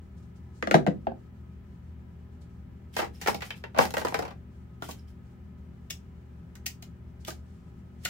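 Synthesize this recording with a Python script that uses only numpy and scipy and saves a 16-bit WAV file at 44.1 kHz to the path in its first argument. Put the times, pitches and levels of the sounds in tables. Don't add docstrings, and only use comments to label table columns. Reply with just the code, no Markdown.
import sys
import numpy as np
from scipy import signal
from scipy.fft import rfft, irfft
from scipy.io import wavfile

SR = 44100
rng = np.random.default_rng(int(sys.argv[2]) if len(sys.argv) > 2 else 0)


def put_to_file(sound):
    columns = np.atleast_2d(sound).T
    safe = np.clip(columns, -1, 1)
    whole_steps = np.round(safe * 32767)
    wavfile.write(sys.argv[1], SR, whole_steps.astype(np.int16))


N = 356769

# (time [s], clack [dB], knock [dB], tick [dB], spot pitch [Hz], rattle [s], wall boom [dB])
TUB_HITS = [(0.6251, -41, -41.5, -59.5, 1600, .001, -30), (0.672, -45.5, -38, -60, 1700, .001, -34),
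            (0.7108, -35.5, -33, -47.5, 1670, .001, -21), (0.7422, -33, -26, -47.5, 1480, 0.0016, -7),
            (0.752, -44, -28.5, -51, 520, 0.0057, -32), (0.865, -47.5, -38, -65, 1620, 0.0017, -18),
            (0.872, -49, -33, -61.5, 500, 0.0062, -33), (1.0688, -57, -38, -86, 2700, .002, -18),
            (1.118, -76, -54, -94, 735, .002, -31.5)]
# (frequency [Hz], level [dB], t60 [s])
SHELL_MODES = [(2330, -2.5, .04), (2670, -8, .04), (3110, 2, .04), (3480, -7.5, .035), (5050, -1, .022),
               (5480, 0, .028)]


def amp(db):
    return 10 ** (np.asarray(db) / 20)


def unit_rms(x):
    return x / np.sqrt(np.mean(x ** 2) + 1e-20)


def curve_at(points, hz):
    point_hz, value = np.transpose(points)
    return np.interp(np.log(hz + 1), np.log(point_hz), value)


def add(mix, start_s, sound):
    part = mix[:, round(start_s * SR):][:, :sound.shape[1]]
    part += sound[:, :part.shape[1]]


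def band(x, hz, kind, order=3):
    return signal.sosfilt(signal.butter(order, hz, kind, fs=SR, output="sos"), x)


def stereo_noise(size, coherence):
    left, other = rng.standard_normal((2, size))
    return np.array([left, coherence * left + np.sqrt(1 - coherence ** 2) * other])


def drift(rate_hz, size=4096):
    hz = np.fft.rfftfreq(size, N / SR / size)
    slow = irfft(rfft(rng.standard_normal(size)) * np.exp(-(hz / rate_hz) ** 2), size)
    return unit_rms(np.interp(np.arange(N) * size / N, np.arange(size), slow))


def octave_decay(x, t60_at, drive=None):
    size = x.shape[1]
    drive = signal.unit_impulse(size) if drive is None else drive
    log_hz = np.log(np.fft.rfftfreq(size, 1 / SR) + 1)
    centres_hz = np.geomspace(125, 16000, 8)
    spectrum, out = rfft(x), 0
    for hz, selector in zip(centres_hz, np.eye(len(centres_hz))):
        octave = irfft(spectrum * np.interp(log_hz, np.log(centres_hz), selector), size)
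        pole = np.exp(-2 * np.log(1000) / (SR * t60_at(hz)))
        out = out + octave * np.sqrt(signal.lfilter([1], [1, -pole], drive ** 2))
    return out


def minimum_phase(x, gain_points):
    size = x.shape[1]
    log_gain = np.log(amp(curve_at(gain_points, abs(np.fft.fftfreq(size, 1 / SR)))))
    response = np.exp(np.conj(signal.hilbert(log_gain)))
    return irfft(rfft(x) * response[:size // 2 + 1], size)


def contact_force(rattle_s, max_chatter_s, skid, size, grip_s=0.0019, hop_gap_s=0.006, count=14):
    chatter_s = np.clip(0.7 * rattle_s, 0.0007, max_chatter_s)
    u = np.arange(size) / SR / chatter_s
    rebounds = rng.standard_normal(size) * (rng.random(size) < 9000 / SR) * u * np.exp(-u)
    strike = skid * chatter_s / grip_s * rebounds / (np.linalg.norm(rebounds) + 1e-9)
    strike[0] = 1
    hop_s = np.cumsum(hop_gap_s * rng.uniform(0.6, 1.4, count))
    hop_index = np.minimum(hop_s * SR, size - 1).astype(int)
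    hops = signal.unit_impulse(size)
    hops[hop_index] = rng.choice([-1, 1], count) * np.exp(-hop_s / rattle_s)
    return signal.fftconvolve(strike, hops)[:size]


def plastic_ring(force, modes, modes_db, wall, t60_1khz_s, delay_1khz_s, coherence):
    size = len(force)
    t, hz = np.arange(size) / SR, np.fft.rfftfreq(size, 1 / SR)
    flex = octave_decay(stereo_noise(size, coherence), lambda f: t60_1khz_s * (1000 / f) ** 0.43, force)
    flex = minimum_phase(flex, wall)
    mode_hz, db, t60_s = np.transpose(modes)[:, :, None]
    mode_hz = mode_hz * (1 + 0.03 * rng.standard_normal(db.shape))
    phase = 2 * np.pi * rng.random(db.shape) + rng.standard_normal((2, len(db), 1))
    spot_db = 2 * rng.standard_normal(db.shape)
    envelope = amp(db + spot_db) * np.exp(-np.log(1000) * t / t60_s)
    ring = (envelope * np.sin(2 * np.pi * mode_hz * t + phase)).sum(1)
    ring = signal.fftconvolve(ring, force[None], axes=1)[:, :size]
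    body = unit_rms(flex) + amp(modes_db) * unit_rms(ring)
    dispersion = np.exp(-4j * np.pi * delay_1khz_s * np.sqrt(1000 * hz))
    fade = np.minimum(np.linspace(10, 0, size), 1)
    return irfft(rfft(body) * dispersion, size) * fade


def blows(hits, max_chatter_s, skid, spot_gain, stiffness, left_lag_s, pan_db, **box):
    out = np.zeros((2, N))
    for start_s, clack_db, knock_db, tick_db, spot_hz, rattle_s, *_ in hits:
        ring = plastic_ring(contact_force(rattle_s, max_chatter_s, skid, size=6144), **box)
        clack_low_hz = np.clip(stiffness * spot_hz, 1150, 2200)
        knock = amp(knock_db) * unit_rms(band(ring, [110, 1100], "band", order=4))
        clack = amp(clack_db) * unit_rms(band(ring, [clack_low_hz, 4400], "band", order=4))
        tick = amp(tick_db) * unit_rms(band(ring, 4700, "high"))
        note = unit_rms(band(ring, [spot_hz / 1.172, spot_hz * 1.227], "band", order=2))
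        note_gain = spot_gain * amp(knock_db if spot_hz < 900 else clack_db)
        add(out, start_s, knock + clack + tick + note_gain * note)
    out[0] = np.roll(out[0], round(left_lag_s * SR))
    return amp([[pan_db / 2], [-pan_db / 2]]) * out


def tub_knocks():
    # (frequency [Hz], level [dB], t60 [s])
    modes = [(207, -14, 0.11), (273, -9, 0.17), (330, -7, 0.18), (402, -8, 0.19), (507, -4, .15),
             (653, -5.5, .08), (673, -7, .06), (733, -4.5, .04), (1250, -4, 0.016), (1615, 6.5, 0.012),
             (1990, 3.5, 0.013)]
    # (frequency [Hz], spectral density [dB])
    wall = [(100, -19.5), (200, 1.5), (500, 2), (740, 1.5), (1000, -18), (1600, -11.5), (2800, -11.5),
            (4000, -20), (7000, -25), (10000, -42), (16000, -65)]
    return blows(TUB_HITS, max_chatter_s=0.0007, skid=1.0, spot_gain=0.3, stiffness=0.4,
                 modes=modes, modes_db=-2.5, wall=wall, t60_1khz_s=0.037, delay_1khz_s=0.0014,
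                 left_lag_s=-0.0004, pan_db=2, coherence=0.61)


def wall_booms(start_hz=780, swell_s=0.0022, sag=0.3, sag_s=0.009, right_lag_s=0.0003):
    out = np.zeros((2, N))
    t = np.maximum(np.arange(4096) / SR - np.array([[0], [right_lag_s]]), 0)
    u = t / swell_s
    cycles = start_hz * ((1 - sag) * t + sag * sag_s * (1 - np.exp(-t / sag_s)))
    for start_s, *_, boom_db in TUB_HITS:
        add(out, start_s, amp(boom_db) * u * np.exp(1 - u) * np.sin(2 * np.pi * cycles))
    return out


def water_heaves():
    # (time [s], level [dB], pitch [Hz], swell [s])
    pockets = [(0.719, -26, 214, 0.014), (0.747, -14.5, 162.6, 0.0086), (0.777, -26, 215, 0.005),
               (0.883, -14.5, 182, 0.0052)]
    out, t = np.zeros((2, N)), np.arange(SR // 4) / SR
    for start_s, db, hz, swell_s in pockets:
        u = t / swell_s
        add(out, start_s, amp([[db + 2.0], [db - 2.5]]) * u * np.exp(1 - u) * np.sin(2 * np.pi * hz * t))
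    return out


def tray_clatter(rock_start_s=4.2225, rock_gap_s=0.028, rock_hz=1470, rock_rattle_s=0.006):
    # (time [s], clack [dB], knock [dB], tick [dB], spot pitch [Hz], rattle [s])
    hits = [(2.9652, -43, -40.5, -51, 1260, 0.0056), (2.9884, -47, -38.5, -55, 2740, 0.0033),
            (2.9935, -50, -44, -62, 1500, 0.0045), (2.9995, -49, -40, -58, 836, 0.0036),
            (3.0166, -53, -44, -63, 1200, 0.0053), (3.0255, -52.5, -43, -73, 774, 0.0056),
            (3.0445, -55, -66, -64, 990, 0.0085), (3.2135, -51.5, -55, -52, 2850, 0.022),
            (3.2605, -48, -42, -60, 2130, 0.0047), (3.2725, -40.5, -38, -45.5, 1720, 0.0033),
            (3.2815, -40.5, -34.5, -51, 765, 0.0017), (3.297, -61, -63, -61, 2420, 0.0045),
            (3.3448, -52, -44, -52.5, 5560, 0.0021), (3.406, -58, -77, -66, 1930, 0.0044),
            (3.4195, -46.5, -50.5, -58.5, 1420, 0.011), (3.5046, -48, -56, -62, 2740, 0.002),
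            (3.638, -52, -51.5, -73, 1610, 0.0036), (3.7452, -61.5, -50, -78, 1540, 0.009),
            (3.7621, -54.5, -45, -73, 1410, 0.014), (3.775, -48.5, -39, -65, 1400, 0.0069),
            (3.7858, -47, -34, -43, 1740, 0.0022), (3.788, -36, -26, -65, 765, 0.00075),
            (3.8075, -43, -35, -48.5, 1630, 0.019), (3.8528, -49, -43, -51.5, 1210, 0.0016),
            (3.9055, -60.5, -56, -55.5, 2640, 0.0014), (3.9385, -49, -41.5, -52, 1890, 0.0048),
            (3.968, -45, -39.5, -54, 2520, 0.0038), (3.98, -53, -39.5, -52, 814, 0.0024),
            (4.0138, -53.5, -44.5, -68, 1700, 0.0071), (4.0484, -48, -36, -52, 1330, 0.0027),
            (4.069, -51.5, -45, -73, 766, 0.00088), (4.0834, -52, -51, -57, 1490, 0.0016),
            (4.1228, -60, -46, -75, 1320, .001), (4.1425, -41.5, -38, -51, 1820, 0.0021),
            (4.1495, -53, -47, -67, 1880, .001), (4.1895, -51, -38, -54.5, 1150, 0.0026)]
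    # (frequency [Hz], level [dB], t60 [s])
    modes = [(259, -13.5, .13), (398, -5, .05), (464, 3, .06), (578, -2.5, .05), (702, 1.5, .07),
             (752, 4.5, .047), (806, 4, .05), (876, 4, .055), (946, -1, .055), (1235, -4, .04),
             (1605, 3, .04), (1905, 7, .055), (2650, 0, .07)]
    # (frequency [Hz], spectral density [dB])
    wall = [(100, -14.5), (320, -12.5), (470, -6), (820, -5), (1100, -8.5), (1600, -4), (2300, -3.5),
            (3600, -13), (6500, -13), (9500, -21.5), (15000, -18)]
    first_db, loss_db = np.array([-55, -46, -63]), np.array([2.5, 4, 4.5])
    rocks = [(rock_start_s + k * rock_gap_s, *(first_db - k * loss_db), rock_hz, rock_rattle_s)
             for k in range(4)]
    return blows(hits + rocks, max_chatter_s=0.0018, skid=1.16, spot_gain=0.29, stiffness=0.51,
                 modes=modes, modes_db=-5, wall=wall, t60_1khz_s=0.022, delay_1khz_s=0.0006,
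                 left_lag_s=0.00045, pan_db=0.4, coherence=0.043)


def rim_taps():
    # (time [s], clack [dB], knock [dB], tick [dB], spot pitch [Hz], rattle [s])
    hits = [(4.8218, -58, -47, -59.5, 1640, 0.00075), (4.887, -71, -49.5, -57.5, 1390, 0.0043),
            (4.908, -64, -76.5, -54.5, 2980, 0.0093), (5.9002, -58, -79, -58, 3300, 0.0023),
            (5.9045, -56, -67.5, -47, 2710, 0.0026), (6.553, -69.5, -78, -63, 1760, .003),
            (6.659, -57.5, -70, -53.5, 2720, .002), (6.6625, -51, -63.5, -41, 2600, 0.0029),
            (6.824, -68, -66.5, -59.5, 2650, 0.0018), (7.2487, -64, -84, -62, 2900, 0.00078),
            (7.2803, -57, -46.5, -53, 1260, 0.0036), (7.303, -60.5, -61, -55, 1620, 0.0037),
            (8.0505, -49.5, -54, -43.5, 2890, 0.0016), (8.0566, -45.5, -59, -56, 1630, 0.0014)]
    # (frequency [Hz], level [dB], t60 [s])
    modes = [(468, -1, 0.046), (688, 1.5, 0.032), (1240, 2, 0.044), (1470, 12, 0.038), (1824, 2, 0.023),
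             (2116, -1.5, 0.041), (2760, 19, 0.0089), (3960, -8, 0.034)]
    # (frequency [Hz], spectral density [dB])
    wall = [(100, -14.5), (300, -4.5), (520, -7.5), (730, 4), (980, -14), (1500, -5.5), (2000, 8),
            (3200, 3.5), (5200, 0), (6500, 3), (9000, -6.5), (12000, -6.5), (15500, 0.5)]
    return blows(hits, max_chatter_s=0.0015, skid=4.1, spot_gain=0.88, stiffness=0.55,
                 modes=modes, modes_db=-8.5, wall=wall, t60_1khz_s=0.02, delay_1khz_s=0.00059,
                 left_lag_s=-0.0001, pan_db=1.3, coherence=0.54)


def slide_pressure(grip_db_per_s=1097, slow_db_per_s=130, stop_db_per_s=264):
    # (time [s], length [s], level [dB])
    slides = [(2.941, .005, -55.5), (2.975, 0.023, -41), (3.147, 0.016, -59), (3.208, 0.024, -58),
              (3.28, .005, -36), (3.451, 0.036, -52), (3.568, .002, -57.5), (3.8, 0.044, -37),
              (3.981, 0.026, -44), (4.063, .05, -51.5), (4.147, 0.11, -54), (4.832, 0.04, -49.5),
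              (4.893, 0.016, -53), (4.986, .003, -67), (5.085, 0.017, -67.5), (7.28, .002, -42.5),
              (8.051, 0.006, -41.5)]
    t, out = np.arange(N) / SR, np.zeros(N)
    for start_s, length_s, db in slides:
        near = abs(t - start_s) < 0.5
        age_s = t[near] - start_s
        out[near] += amp(db - grip_db_per_s * np.maximum(-age_s, 0)
                         - slow_db_per_s * np.maximum(age_s, 0)
                         - stop_db_per_s * np.maximum(age_s - length_s, 0))
    return out


def scrape(slips_per_s=1100, spread_db=0.5, slip_decay_s=0.00066):
    slips = (rng.random(N) < slips_per_s / SR) * amp(spread_db * np.minimum(rng.exponential(1, N), 3))
    energy = signal.lfilter([1], [1, -np.exp(-1 / (SR * slip_decay_s))], slips ** 2)
    ticks = band(stereo_noise(N, coherence=0.24) * np.sqrt(energy), 1700, "high", order=2)
    softened = band(ticks, 3000, "low", order=1) + 0.39 * ticks
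    return slide_pressure() * unit_rms(softened)


def shell_pings(width_octaves=0.36, attack_s=0.00055):
    # (time [s], level [dB], centre [Hz])
    touches = [(3.152, -52.5, 5430), (3.346, -41, 5430), (3.507, -30.5, 2550), (4.91, -46, 3180),
               (4.993, -54.5, 5430), (5.08, -56, 4250), (5.9063, -32, 5430), (6.663, -39, 5400)]
    out, t = np.zeros((2, N)), np.arange(8192) / SR
    hz, db, t60_s = np.transpose(SHELL_MODES)[:, :, None]
    for start_s, ping_db, centre_hz in touches:
        share = np.exp(-(np.log2(hz / centre_hz) / width_octaves) ** 2)
        phase = 2 * np.pi * rng.random(hz.shape) + 0.5 * rng.standard_normal((2, len(hz), 1))
        envelope = share * amp(ping_db + db) * np.exp(-np.log(1000) * t / t60_s)
        ring = (envelope * np.sin(2 * np.pi * hz * t + phase)).sum(1)
        add(out, start_s, ring * (1 - np.exp(-t / attack_s)))
    return out


def shell_resonance(drive):
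    return sum(amp(db) * signal.lfilter(*signal.iirpeak(hz, np.pi * hz * t60_s / np.log(1000), SR), drive)
               for hz, db, t60_s in SHELL_MODES)


def foam_fizz(grains_per_s=1500, floor_db=-82.5, flutter_db=2):
    # (time [s], half length [s], level [dB])
    brushes = [(.174, 0.01, -73), (.228, 0.0075, -72), (.358, 0.0076, -67.5), (.575, 0.05, -72),
               (2.415, 0.0093, -70.5), (7.202, 0.01, -68), (7.55, 0.13, -80), (8.06, 0.059, -66)]
    t = np.arange(N) / SR
    grains = (rng.random((2, N)) < grains_per_s / SR) * rng.standard_normal((2, N))
    swells = sum(amp(db) * np.exp(-((t - peak_s) / half_s) ** 2) for peak_s, half_s, db in brushes)
    level = (amp(floor_db) + swells) * amp(flutter_db * drift(20))
    return level * unit_rms(band(grains, [3000, 8500], "band", order=2))


def tile_reflections(size=24000, taps_per_s=8000, onset_s=0.0015):
    # (frequency [Hz], t60 [s])
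    decay = [(150, 0.46), (500, 0.19), (1500, 0.16), (5000, 0.16), (9000, 0.18), (15000, 0.14)]
    t = np.arange(size) / SR
    taps = rng.choice([-1., 1.], (2, size)) * (rng.random((2, size)) < taps_per_s / SR)
    taps = band(taps[0], 214, "low") + band(taps, 150, "high")
    tail = octave_decay(taps, lambda hz: curve_at(decay, hz)) * (1 - np.exp(-(t / onset_s) ** 2))
    return tail / np.linalg.norm(tail, axis=1, keepdims=True)


def room_echoes(x, sway_hz=0.9):
    angle = 2 * np.pi * sway_hz * np.arange(N) / SR
    return sum(signal.fftconvolve(x * share, tile_reflections(), axes=1)[:, :N]
               for share in (np.cos(angle), np.sin(angle)))


def motor_hum():
    # (frequency [Hz], level [dB], waver [Hz])
    tones = [(76.55, -50, 1.93), (120.1, -54, 0.62), (161.2, -60, 1.5), (173.3, -60, 1.7),
             (197.2, -57.5, 0.64), (241.6, -61, 2.214), (363, -68.5, 0.34), (400.4, -71.5, 0.75)]
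    out = np.zeros(N)
    for hz, db, waver_hz in tones:
        cycles = np.cumsum(hz + waver_hz * drift(10.5)) / SR + rng.random()
        out += amp(db) * unit_rms((1 + 0.27 * drift(11)) * np.sin(2 * np.pi * cycles))
    return amp([[0.9], [-0.9]]) * out


def room_noise(ripple_db=3.5, above_310hz_db=-65.0):
    # (frequency [Hz], spectral density [dB])
    spectrum = [(20, -19.5), (48, -6.5), (63, 2), (90, -1), (135, -10.5), (170, -2), (225, -12.5),
                (265, -12), (310, -18), (450, -22), (800, -27.5), (1500, -30.5), (3000, -40.5),
                (5000, -50.5), (9000, -59), (16000, -49)]
    hz = np.fft.rfftfreq(N, 1 / SR)
    left, other = rfft(rng.standard_normal((2, N)))
    coherence = curve_at([(100, 0.98), (300, 0.4), (800, 0.12), (3000, 0.053)], hz)
    right = coherence * left + np.sqrt(1 - coherence ** 2) * other
    nodes_hz = np.geomspace(300, 3500, 180)
    ripple = np.interp(hz, nodes_hz, rng.standard_normal(len(nodes_hz)), left=0, right=0)
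    noise = irfft(np.array([left, right]) * amp(curve_at(spectrum, hz) + ripple_db * ripple), N)
    upper_rms = band(noise.mean(0), 310, "high", order=8).std()
    return amp(above_310hz_db) * amp([[0.7], [-0.7]]) * noise / upper_rms


def scene():
    tub, tray, rim = tub_knocks(), tray_clatter(), rim_taps()
    throbs = water_heaves() + wall_booms()
    sliding = scrape()
    metal = shell_pings() + shell_resonance(amp(1.5) * sliding + amp(-9.5) * tray + amp(-19) * rim)
    send = amp(-5) * tub + amp(-11) * throbs + amp(-3) * (tray + sliding + metal) + amp(-2.5) * rim
    echoes = room_echoes(send + foam_fizz())
    return tub + throbs + tray + rim + sliding + metal + echoes + motor_hum() + room_noise()


def record(dry, cutoff_hz=15900):
    lowpass = signal.firwin(401, cutoff_hz, window=("kaiser", 8), fs=SR)
    return signal.oaconvolve(dry, lowpass[None], "same")


dry = scene()
out = record(dry)
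put_to_file(out)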